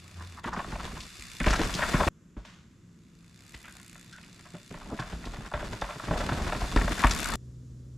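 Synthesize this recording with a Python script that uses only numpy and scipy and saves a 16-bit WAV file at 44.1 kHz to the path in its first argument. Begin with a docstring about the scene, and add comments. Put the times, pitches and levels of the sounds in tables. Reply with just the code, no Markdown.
"""First come knobbly tyres humming on a plank and the ticking hub of a mountain bike in a quiet forest.
The bike coasts closer and passes on the left: tyres crunch and scuff, wheels thud on the ground, and
the chain slaps the frame. After a sudden cut at about 2 s it comes out from behind the trees, its
brake chirps, and it passes again. A second cut leaves only the forest and a far, low drone."""
import sys
import numpy as np
from scipy import signal
from scipy.fft import rfft, irfft, next_fast_len
from scipy.io import wavfile
from scipy.ndimage import uniform_filter1d

SR = 44100
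rng = np.random.default_rng(int(sys.argv[2]) if len(sys.argv) > 2 else 0)


def transcribe(signal):
    """Save signal, clipped to [-1, 1], as a 16-bit WAV file at the path in sys.argv[1]."""
    frames = np.atleast_2d(signal).T
    limited = np.clip(frames, -1, 1)
    pcm = np.round(limited * 32767).astype(np.int16)
    wavfile.write(sys.argv[1], SR, pcm)


N = 351477
TIME = np.arange(N) / SR

# Levels in the tables are relative: the functions may turn a whole sound up or down.
# the two cuts between the three scenes (time [s])
CUT_TIMES = [2.087, 7.357]
# how alike the left and right sides are (frequency [Hz], likeness [0 to 1])
STEREO_LIKENESS = [(50, 1), (200, 0.95), (700, 0.83), (1400, 0.78), (3000, 0.64), (6000, 0.79),
                   (10000, 0.84), (14000, 0.39)]
# tyre knobs humming on the plank (time [s], pitch [Hz], level [dB])
PLANK_HUM = [(0, 88.4, -53), (.13, 88, -65), (.17, 85.2, -48), (.3, 85.7, -47), (.38, 77, -45),
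             (.45, 75.4, -65)]
# forest hush during the rides, then after them (frequency [Hz], level [dB])
EARLY_HUSH = [(25, -17), (60, -7.5), (110, -8.5), (180, -3.5), (330, -16.5), (480, -25), (750, -37),
              (1150, -30), (3000, -38.5), (4500, -42.5), (7400, -34.5), (8500, -48), (12000, -49),
              (15000, -67)]
LATE_HUSH = [(25, -17), (60, -2), (130, -4), (250, -12.5), (450, -21.5), (800, -42), (1150, -36.5),
             (2500, -44.5), (4200, -42.5), (7200, -38), (8500, -46.5), (12000, -52), (15000, -66.5)]
# tones of the far drone during the rides, then after them (pitch [Hz], level [dB])
EARLY_DRONE = [(107.7, -65.5), (172.3, -62.5), (339.1, -73.5)]
LATE_DRONE = [(64.6, -51.5), (123.8, -47.5), (247.6, -65.5)]
# each pass at its closest (time [s], distance [m], speed [m/s], left minus right [dB])
CLOSEST_POINTS = [(1.901, 1.87, 5.06, 2.5), (7.248, 1.41, 4.23, 4.5)]
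# how fast the hub ticks, one list for each pass (time [s], rate [ticks/s])
TICK_RATES = [
    [(0, 22), (.22, 40), (.4, 41), (.6, 92), (1.13, 78), (1.35, 59), (2.08, 128)],
    [(3.2, 54), (3.6, 77.4), (3.9, 60.5), (4.08, 59.6), (4.7, 65), (5.25, 84), (5.5, 73), (6.5, 97),
     (7.0, 77), (7.24, 74), (7.33, 55)],
]
# moments when the hub goes briefly quieter (time [s], half length [s], depth [dB])
HUB_LEVEL_DIPS = [(0.42, 0.012, 29), (0.535, 0.033, 20), (5.501, 0.14, 4)]
# the hub's ticks, their high steel ring and the wheels' whirr (frequency [Hz], level [dB])
TICK_SPECTRUM = [(500, -35), (1100, -13), (1800, 1.5), (2700, 3), (3250, -10), (3500, 0), (3800, 2),
                 (4800, -0.5), (5600, -4), (7600, 0), (8500, -9), (10300, -7.5), (12200, -24.5),
                 (15500, -36)]
STEEL_SPECTRUM = [(6000, -6), (7500, 4.5), (8700, -5.5), (10200, -0.5), (11200, -10.5), (12100, -1.5),
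                  (13000, -11.5), (15500, -23.5)]
WHIRR_SPECTRUM = [(600, -24.5), (1200, 0.5), (1900, 0.5), (2800, 2.5), (3250, -9), (3500, 4), (3800, -2),
                  (4700, 1), (5600, -4), (7500, -3.5), (8700, -9.5), (12200, -13.5), (15500, -38)]
# rough ground, as heard from 1 m (start [s], end [s], crunch level [dB], rumble level [dB])
ROUGH_PATCHES = [(0, .148, -45.5, -50), (0.159, .405, -38.5, -42), (0.433, 0.628, -31, -29.5),
                 (0.636, 1.0, -35, -30), (1.004, 1.068, -42.5, -38.5), (1.401, 1.46, -33, -32),
                 (1.454, 1.675, -27.5, -27.5), (1.673, 2.09, -35.5, -35), (3.195, 3.85, -44.5, -46),
                 (3.917, 4.58, -45, -41.5), (4.702, 4.981, -34.5, -31.5), (4.984, 5.48, -31.5, -29),
                 (5.529, 5.76, -32, -27), (5.751, 6.07, -34.5, -39.5), (6.071, 6.5, -29, -24),
                 (6.495, 6.75, -34.5, -31), (6.759, 6.93, -33.5, -29.5), (6.929, 7.36, -36, -38)]
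# crushed grit, rumbling tyres and shaking earth (frequency [Hz], level [dB])
GRIT_SPECTRUM = [(250, -11), (420, -2.5), (560, -5.5), (710, 1.5), (830, -4.5), (1000, 0), (1700, -2.5),
                 (2500, -7.5), (4000, -11), (7000, -17), (14000, -34.5)]
TYRE_SPECTRUM = [(50, -2.5), (100, -6), (200, 1.5), (400, -9.5), (600, -15.5), (1200, -32)]
EARTH_SPECTRUM = [(18, 3.5), (45, 5.5), (80, -1), (160, -19.5), (500, -50)]
# echoes from the tree trunks (frequency [Hz], level [dB])
ECHO_SPECTRUM = [(120, -9), (500, -6.5), (1500, -3.5), (4000, -3.5), (9000, -9.5), (15000, -24)]
# wheels landing on planks, roots and earth (time [s], level [dB], pitch [Hz])
LANDINGS = [(.208, -37, 187), (.459, -24.5, 233), (.478, -32, 58), (.574, -24, 200), (.678, -30, 128),
            (.728, -25, 46.6), (.838, -30.5, 130), (0.929, -33, 40.7), (1.19, -37.5, 55),
            (1.405, -22.5, 40.2), (1.409, -19, 170), (1.465, -12, 50), (1.506, -16, 54), (1.597, -17, 108),
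            (1.75, -24, 167.9), (1.941, -14, 139), (1.944, -17.5, 40.6), (2.003, -17, 75),
            (2.068, -15, 65.7), (2.368, -29, 50), (3.546, -37, 59.6), (4.541, -30, 180),
            (4.713, -29, 190.3), (4.75, -33.5, 200), (4.923, -25.5, 218), (4.995, -23.5, 133),
            (5.13, -26.5, 56.1), (5.263, -27, 45.6), (5.385, -30, 140), (5.539, -23.5, 61.6),
            (5.732, -24, 112), (5.822, -27, 44.8), (5.959, -31.5, 160), (6.036, -29, 120), (6.08, -22, 88),
            (6.108, -17, 166), (6.292, -24, 128), (6.322, -16.5, 139), (6.345, -26, 70.5),
            (6.552, -24.5, 109), (6.62, -20, 53), (6.72, -29, 130), (6.762, -9, 44.6), (6.778, -20, 120),
            (6.842, -19.5, 45.7), (7.044, -9.5, 46.3), (7.1, -24, 120)]
# short skids on wood or hard ground (middle time [s], half length [s], level [dB], pitch [Hz])
SKIDS = [(0.209, 0.018, -45.5, 1055), (.386, 0.017, -44, 1143), (0.48, 0.013, -34, 1046),
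         (0.539, .012, -33, 1050), (0.572, .008, -36, 1079), (0.6, 0.0123, -33, 1000),
         (0.736, .012, -42, 901), (1.606, 0.02, -28.5, 291), (1.651, 0.011, -36.5, 351.4),
         (1.829, 0.0081, -32, 1000), (1.936, 0.0078, -38, 1050), (1.962, .025, -35, 1516),
         (2.007, .01, -27.5, 951), (2.021, .02, -30.5, 590), (4.914, 0.023, -44.5, 801),
         (4.933, 0.0144, -33.5, 234.7), (5.521, 0.0061, -37.5, 950), (6.134, 0.0245, -31.5, 399),
         (6.157, .018, -34, 680), (6.216, 0.026, -34.5, 720), (6.393, 0.029, -37.5, 720),
         (7.028, 0.0087, -31, 1049), (7.044, 0.0057, -21.5, 1093), (7.258, 0.013, -33.5, 1443),
         (7.33, .014, -33, 1150)]
# the chain's main slaps on the frame (time [s], level [dB], frequency [Hz], time to fade 60 dB [s])
CHAIN_SLAPS = [(.442, -21, 1270, 0.097), (.471, -24.5, 1140, 0.055), (.564, -22.5, 1100, .04),
               (.59, -21, 840, .06), (.644, -23.5, 1060, 0.022), (.72, -28, 1100, .05),
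               (.755, -23.5, 1000, .041), (.796, -25, 1060, .049), (.839, -32, 905, 0.027),
               (.875, -28.5, 1120, .05), (.968, -29.5, 1060, 0.042), (1.402, -17, 2000, 0.056),
               (1.412, -22, 1850, .045), (1.443, -15.5, 2050, .025), (1.462, -15, 2200, 0.025),
               (1.467, -11.5, 800, 0.052), (1.48, -15.5, 2300, 0.037), (1.502, -16.5, 1500, 0.085),
               (1.529, -13, 1340, .06), (1.559, -20, 1390, .03), (1.593, -19, 1900, .04),
               (1.613, -16, 890, 0.042), (1.644, -26, 1400, .03), (1.692, -25.5, 1300, 0.084),
               (1.788, -18, 1200, 0.054), (1.806, -18, 1400, 0.06), (1.822, -12, 1310, .11),
               (1.858, -19.5, 1310, .05), (1.881, -32, 1700, .03), (1.935, -15.5, 1440, 0.13),
               (2.004, -9, 740, 0.057), (2.031, -14.5, 800, 0.056), (2.074, -11.5, 846, 0.057),
               (2.366, -41, 600, 0.11), (2.449, -36.5, 900, .04), (3.541, -32, 2170, .046),
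               (3.641, -35.5, 1850, 0.12), (3.678, -33.5, 1730, 0.058), (3.799, -40.5, 1510, 0.017),
               (3.955, -35, 1698, .018), (4.183, -35, 1980, .015), (4.236, -39, 2433, 0.021),
               (4.452, -39, 1410, 0.12), (4.544, -34.5, 710, 0.088), (4.741, -30, 1179, 0.067),
               (4.774, -36, 1283, .04), (4.81, -33, 1130, 0.097), (4.858, -36, 700, 0.053),
               (4.989, -21.5, 1110, 0.055), (5.02, -27, 1190, .072), (5.125, -29, 800, .03),
               (5.24, -28.5, 1286, 0.056), (5.268, -31, 894, .04), (5.335, -31, 954, .05),
               (5.36, -33, 1300, .05), (5.405, -33, 700, 0.034), (5.448, -32, 910, 0.056),
               (5.538, -15.5, 750, .04), (5.572, -29, 1151, .06), (5.603, -28, 1300, 0.05),
               (5.626, -23.5, 610, 0.049), (5.729, -27, 676, 0.053), (5.817, -15.5, 677, .047),
               (5.842, -26, 945, 0.042), (5.888, -25, 730, .05), (5.906, -25, 900, .05),
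               (5.955, -32, 1090, 0.041), (5.997, -22.5, 719, 0.032), (6.036, -29, 800, 0.025),
               (6.081, -23, 902, 0.039), (6.108, -14.5, 697, 0.055), (6.135, -21.5, 950, 0.081),
               (6.204, -21, 700, 0.077), (6.242, -35, 810, 0.048), (6.289, -15.5, 914, .06),
               (6.32, -20, 904, .053), (6.383, -25.5, 618, .05), (6.463, -23.5, 750, 0.051),
               (6.489, -22.5, 802, 0.044), (6.523, -14.5, 623, .035), (6.549, -26, 900, .05),
               (6.613, -20, 800, 0.041), (6.639, -24, 896, .06), (6.76, -12.5, 1000, 0.033),
               (6.772, -14.5, 1502, .08), (6.788, -18.5, 1100, 0.056), (6.812, -16.5, 1420, 0.056),
               (6.877, -14.5, 1000, .065), (6.91, -26, 1802, 0.027), (6.978, -23, 1903, 0.088),
               (6.997, -22, 1499, 0.077), (7.038, -5.5, 1200, 0.056), (7.068, -15.5, 2400, 0.034),
               (7.11, -17.5, 1600, .07), (7.152, -30, 1200, .07), (7.248, -24, 1700, .07),
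               (7.295, -20.5, 1355, .035)]
# the tones the frame rings at (frequency [Hz], width [Hz], level [dB])
FRAME_TONES = [(595, 45, 11.5), (715, 74, 10), (917, 110, 4.5), (1080, 80, 10.5), (1347, 95, -0.5),
               (1548, 110, 8.5), (1850, 920, 0), (2050, 88, 1), (2420, 414, -9), (3590, 390, 0)]
# sharp hits of metal and flung grit (time [s], level [dB], frequency [Hz])
CLINK_HITS = [(.533, -38, 5400), (1.005, -31.5, 3630), (1.03, -38, 4700), (1.506, -23.5, 4960),
              (1.535, -26, 6000), (1.56, -26.5, 3710), (1.616, -26, 3500), (1.644, -31, 5600),
              (1.74, -23, 3600), (1.75, -25, 4480), (2.452, -47, 3700), (3.544, -41, 3714),
              (4.127, -40.5, 3660), (4.996, -33.5, 3580), (5.254, -35, 3900), (5.813, -33, 3700),
              (6.188, -32.5, 4300), (6.292, -35, 3500), (6.762, -25, 2970), (7.11, -18.5, 5060)]
# dirt thrown by a far landing, front wheel then rear (time [s], level [dB])
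DIRT_THROWS = [(2.373, -62), (2.45, -54)]
# that dirt pattering down (frequency [Hz], level [dB])
PATTER_SPECTRUM = [(400, -15), (1200, 5.5), (3000, 1.5), (7000, -6), (9000, -15), (15000, -32)]
# a brake pad's chirp (time [s], level [dB])
BRAKE_CHIRP = [(4.10, -86), (4.135, -50), (4.2, -61), (4.24, -90)]


def from_db(db):
    """Turn decibels into a gain to multiply by."""
    return np.exp(np.asarray(db) * (np.log(10) / 20))


def rms_one(x):
    """Scale a signal so its average strength (rms) is 1."""
    return x / np.sqrt(np.mean(x ** 2) + 1e-20)


def peak_one(x):
    """Scale a hit so its loudest 10 ms have an rms of 1."""
    return x / np.sqrt(uniform_filter1d(x ** 2, SR // 100).max() + 1e-20)


def in_time(rows):
    """Join a table's rows into a curve over time for each column."""
    times, *columns = np.transpose(rows)
    return [np.interp(TIME, times, column) for column in columns]


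def at_hz(points, hz):
    """Read between a table's points on a log-frequency scale."""
    frequencies, values = np.transpose(points)
    return np.interp(np.log(hz + 1), np.log(frequencies), values)


def drift(turns_per_s):
    """A random wobble with an rms of 1."""
    points = rng.standard_normal(4000)
    return rms_one(np.interp(TIME * turns_per_s, np.arange(len(points)), points))


def swell(s, half_length_s):
    """A smooth bump of height 1 around time s."""
    return np.exp(-np.minimum(((TIME - s) / half_length_s) ** 2, 20))


def add(track, s, sound):
    """Mix a sound in at time s; it stops at the next cut."""
    start = max(round(s * SR), 0)
    end = min([start + len(sound), N] + [round(cut * SR) for cut in CUT_TIMES if cut > s])
    track[start:end] += sound[:end - start]


def resonate(x, hz, width_hz):
    """Make a signal ring at one frequency; narrower rings longer."""
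    r = np.exp(-np.pi * width_hz / SR)
    gain = (1 - r * r) / 2
    return signal.lfilter([gain, 0, -gain], [1, -2 * r * np.cos(2 * np.pi * hz / SR), r * r], x + 1e-18)


def band(x, low_hz, high_hz):
    """Gently filter away what lies outside two frequencies."""
    return signal.sosfilt(signal.butter(2, [low_hz, high_hz], "band", fs=SR, output="sos"), x + 1e-18)


def coloured(pair, spectrum):
    """Turn two unrelated signals into stereo with a given spectrum, less alike in the treble."""
    size = next_fast_len(N)
    hz = np.arange(size // 2 + 1) * SR / size
    low, high = spectrum[0][0], spectrum[-1][0]
    roll_off = (hz / np.maximum(hz, low) * high / np.maximum(hz, high)) ** 2   # 12 dB an octave
    mid, side = rfft(pair, size) * from_db(at_hz(spectrum, hz)) * roll_off
    alike = at_hz(STEREO_LIKENESS, hz)
    left_right = np.sqrt(1 + alike) * mid + np.sqrt(1 - alike) * side * [[1], [-1]]
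    return rms_one(irfft(left_right, size)[:, :N])


def noise(spectrum):
    """Smooth stereo noise with a given spectrum."""
    return coloured(rng.standard_normal((2, N)), spectrum)


def grains(per_s, spread_db):
    """Two streams of random clicks, a few much louder than the rest."""
    sizes = from_db(spread_db * np.minimum(rng.exponential(1, N), 4))
    return (rng.random(N) < per_s / SR) * sizes * rng.standard_normal((2, N))


def rattle(t60, taps_per_s, first, size=SR // 2):
    """One hit, then a flurry of small taps that fades 60 dB in t60 seconds."""
    taps = rng.standard_normal(size) * (rng.random(size) < taps_per_s / SR)
    taps[0] = first
    return taps * from_db(-60 * TIME[:size] / t60) + 1e-18


def hum(hz, db, wander, waver_db):
    """A low tone that wavers in pitch and loudness."""
    phase = 2 * np.pi * np.cumsum(hz * (1 + wander * drift(19))) / SR
    return np.sqrt(2) * np.sin(phase) * from_db(db + waver_db * drift(7.8))


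def plank():
    """Tyre knobs drum on the board until the wheel leaves it."""
    hz, db = in_time(PLANK_HUM)
    return hum(hz, db, wander=0.028, waver_db=4) * (TIME < PLANK_HUM[-1][0])


def forest(rides_over):
    """A soft hush and a far drone, both louder in the last scene."""
    late_drone = sum(hum(hz, db, wander=0.0038, waver_db=1.5) for hz, db in LATE_DRONE)
    early_drone = sum(hum(hz, db, wander=0.015, waver_db=2.5) for hz, db in EARLY_DRONE)
    early = from_db(-56.5) * noise(EARLY_HUSH) + early_drone
    late = from_db(-50) * noise(LATE_HUSH) + late_drone
    return np.where(rides_over, late, early)


def ride(emerges_s=3.5, hidden_db_per_s=23):
    """The bike rides straight by, louder when nearer; the second pass starts behind trees."""
    second_pass = (TIME >= CUT_TIMES[0]).astype(int)
    closest_s, closest_m, speed, pan_db = np.transpose(CLOSEST_POINTS)[:, second_pass]
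    distance_m = np.hypot(closest_m, speed * (TIME - closest_s))
    alongside = (closest_m / distance_m) ** 2   # 0 far away, 1 right beside the listener
    hidden_db = hidden_db_per_s * np.maximum(emerges_s - TIME, 0) * second_pass
    nearness = from_db(-hidden_db) / distance_m * (TIME < CUT_TIMES[1])
    return distance_m, nearness, alongside, pan_db * alongside


def freehub(nearness, alongside, level_db=-40.5, rise_s=0.0004, fade_s=0.002):
    """Small catches in the hub tick over a toothed steel ring while the wheels whirr."""
    rate, = in_time([point for run in TICK_RATES for point in run])
    turning = 1 / (1 + ((TIME - 3.725) / 0.31) ** 8)   # near 3.7 s the bike turns and shows its hub
    side_on = np.maximum(alongside, turning)
    dips_db = sum(db * swell(s, half_s) for s, half_s, db in HUB_LEVEL_DIPS)
    teeth_passed = np.cumsum(rate * (1 + 0.02 * drift(40))) / SR
    age = teeth_passed % 1 / rate
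    strength = from_db(2.5 * np.clip(rng.standard_normal(2000), -1.5, 1.5))[teeth_passed.astype(int)]
    ticks = rms_one(strength * (1 - np.exp(-age / rise_s)) * np.exp(-age / fade_s))
    steel_db = -12 + 10.5 * side_on   # brightest from the side
    rasp = noise(TICK_SPECTRUM) + from_db(steel_db) * noise(STEEL_SPECTRUM)
    blur = np.clip(rate / 75, 0.9, 1.6)   # at speed the ticks sink into the whirr
    clarity = from_db(0.75 * side_on)   # from the side they stand out more
    whirr = blur / clarity * from_db(1.83) * noise(WHIRR_SPECTRUM)
    gain = nearness * from_db(level_db + 2.5 * turning - dips_db)
    return gain * (clarity * ticks * rasp / blur ** 2 + whirr)


def roughness(smooth_db=-54, grip_s=0.0019):
    """Strength of crunch and rumble: both jump up on each rough patch of ground."""
    gains = np.full((2, N), from_db(smooth_db))
    for start, end, crunch_db, rumble_db in ROUGH_PATCHES:
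        gains[:, (TIME >= start) & (TIME < end + grip_s)] = from_db([[crunch_db], [rumble_db]])
    keep = np.exp(-1 / (grip_s * SR))   # softens each step
    return signal.lfilter([1 - keep], [1, -keep], gains)


def crunch(strength):
    """The tyres crush grit in clumps."""
    grit = grains(per_s=3000, spread_db=2)
    clumps_db = 3.5 * drift(90) + 1.9 * drift(20)
    return strength * from_db(clumps_db) * coloured(grit, GRIT_SPECTRUM)


def rumble(strength):
    """Tyres rumble over bumps and shake the earth, which fades faster with distance."""
    tyres = from_db(-1.5 + 3 * drift(28)) * strength * noise(TYRE_SPECTRUM)
    earth = from_db(7) * strength ** 1.138 * noise(EARTH_SPECTRUM)
    return tyres + earth


def tree_echoes(x, level_db=-20.5, t60=0.44, rise_s=0.0045):
    """Sound bounces off the trunks and leaves a thin, dull tail."""
    age = TIME[:SR]
    echoes = coloured(grains(per_s=1500, spread_db=3), ECHO_SPECTRUM)[:, :SR]
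    echoes *= from_db(-60 * age / t60) * (1 - np.exp(-age / rise_s))
    echoes /= np.sqrt(np.sum(echoes ** 2) / 2)
    return from_db(level_db) * signal.fftconvolve(x.mean(axis=0)[None], echoes, axes=1)[:, :N]


def thuds(rise_s=0.005, slap_db=-10):
    """The ground gives and springs back under a wheel, with a hollow slap from the tyre."""
    out, age = np.zeros(N), TIME[:SR // 2]
    for s, db, hz in LANDINGS:
        t60 = 0.18 * (50 / hz) ** 0.97   # higher thuds die sooner
        rebound = np.sin(2 * np.pi * hz * age) * from_db(-60 * age / t60) * (1 - np.exp(-age / rise_s))
        hollow = peak_one(band(rattle(t60=0.099, taps_per_s=2500, first=3.8), 88, 312))
        add(out, s, from_db(db) * (rebound + from_db(slap_db) * hollow))
    return out


def skids(slips_per_s=1500, pitch_sag=0.16, width_hz=380, overtone_ratio=1.55, overtone_db=-7.5):
    """Tyre knobs slip and catch, making a rough squawk that falls in pitch as they grip again."""
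    out, size = np.zeros(N), SR // 6
    middle_s = size / SR / 2
    smoothing = signal.butter(2, width_hz / 2, fs=SR, output="sos")
    for s, half_s, db, hz in SKIDS:
        progress = np.clip((TIME[:size] - middle_s) / half_s, -3, 3)
        slips = rng.standard_normal(size) * (rng.random(size) < slips_per_s / SR)
        slips *= np.exp(-progress ** 2)
        random_phases = np.exp(2j * np.pi * rng.random((2, size)))
        flutter = signal.sosfilt(smoothing, slips * random_phases + 1e-18)
        phase = 2 * np.pi * np.cumsum(hz * (1 - pitch_sag * progress / 2)) / SR
        tone = flutter[0] * np.exp(1j * phase)
        overtone = from_db(overtone_db) * flutter[1] * np.exp(1j * overtone_ratio * phase)
        add(out, s - middle_s, from_db(db) * peak_one((tone + overtone).real))
    return out


def small_slaps(strength, per_s=22, spread_octaves=0.27, t60=0.027):
    """Extra rows like CHAIN_SLAPS at random times, louder on near, rough ground."""
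    times = rng.uniform(0, CUT_TIMES[1], 300)
    pitches = np.clip(rng.standard_normal((len(times), 2)), -2, 2)[:, 1]
    levels_db = 20 * np.log10(strength[(times * SR).astype(int)] + 1e-9) + 1.5
    rows = [(s, db, 1000 * 2 ** (spread_octaves * pitch), t60)
            for s, db, pitch in zip(times, levels_db, pitches)]
    return rows[:round(per_s * CUT_TIMES[1])]


def chain_slap(t60, rise_s=0.002, bounce_s=0.027, bounce_db=-15.5):
    """The chain lands link by link, then bounces once."""
    size = SR // 8
    landing, bounce = (rattle(t60, taps_per_s=2400, first=1.8, size=size) for _ in range(2))
    delay = round(bounce_s * rng.uniform(0.7, 1.3) * SR)
    force = 1 - 0.38 * np.exp(-TIME[:size] / rise_s)   # the first link lands more softly
    return landing * force + from_db(bounce_db) * np.pad(bounce, (delay, 0))[:size]


def clatter(slaps, level_db=-12.5):
    """The chain slaps the frame; where it hits decides which tones ring most."""
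    out = np.zeros(N)
    for s, db, hz, t60 in slaps:
        hit = chain_slap(t60)
        shares = from_db(rng.normal(0, 2, len(FRAME_TONES)))
        ringing = sum((-1) ** k * shares[k] * from_db(tone_db) * resonate(hit, tone_hz, width_hz)
                      for k, (tone_hz, width_hz, tone_db) in enumerate(FRAME_TONES))
        knock = from_db(-3) * band(hit, 320, 2800)
        body = band(resonate(ringing + knock, hz, width_hz=950), 260, 3300)
        crack = from_db(-24.5 + 0.4 * (db + 19)) * band(hit, 200, 4500)   # harder slaps are brighter
        add(out, s, from_db(db + level_db) * peak_one(body + crack))
    return out


def clinks(level_db=-8.5):
    """Metal and flung grit hit with a short, bright ring."""
    out = np.zeros(N)
    for s, db, hz in CLINK_HITS:
        hit = band(rattle(t60=0.065, taps_per_s=7000, first=1.5), 1600, 7800)
        add(out, s, from_db(db + level_db) * peak_one(resonate(hit, hz, width_hz=2600)))
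    return out


def stirred_air(nearness, level_db=-36):
    """Air stirred by the bike buffets each microphone separately, and only from close by."""
    return from_db(level_db) * nearness ** 2 * rms_one(band(rng.standard_normal((2, N)), 24, 80))


def dirt_spray(t60=0.75):
    """Thrown dirt patters down and dies away."""
    patter = coloured(grains(per_s=6000, spread_db=1.5), PATTER_SPECTRUM)
    return patter * sum((TIME > s) * from_db(db - 60 * np.abs(TIME - s) / t60) for s, db in DIRT_THROWS)


def brake(hz=1500, width_hz=260):
    """A pad rubs the brake disc and makes it ring roughly for a moment."""
    db, = in_time(BRAKE_CHIRP)
    rubbing = rng.standard_normal(N)
    return from_db(db) * rms_one(resonate(resonate(rubbing, hz, width_hz), hz, width_hz))


def scene():
    """Two rides past, then the forest alone; each cut stops the echoes too."""
    part = np.searchsorted(CUT_TIMES, TIME)   # 0 and 1 are the rides, 2 is the forest alone
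    distance_m, nearness, alongside, pan_db = ride()
    gritty, bumpy = nearness * roughness()
    background = forest(part == 2)
    centred = rumble(bumpy) + thuds() + plank() + dirt_spray() + brake()
    panned = freehub(nearness, alongside) + crunch(gritty) + skids() + clinks()
    panned += clatter(list(CHAIN_SLAPS) + small_slaps(gritty))
    bike = centred + panned * from_db(pan_db / 2 * [[1], [-1]])
    to_trees = bike * distance_m ** 0.29   # from further away, more of the sound is echo
    rides = sum((bike + tree_echoes(to_trees * (part == k))) * (part == k) for k in range(2))
    return rides + stirred_air(nearness) + background


def record(dry):
    """The microphone's case rings at one pitch; the deepest bass and highest treble are cut."""
    ringing = dry + from_db(-3) * resonate(dry, hz=3498, width_hz=70)
    bass_cut = signal.sosfilt(signal.butter(2, 16, "high", fs=SR, output="sos"), ringing)
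    return signal.sosfilt(signal.ellip(10, 0.1, 90, 15500, fs=SR, output="sos"), bass_cut)


dry = scene()
out = record(dry)
transcribe(out)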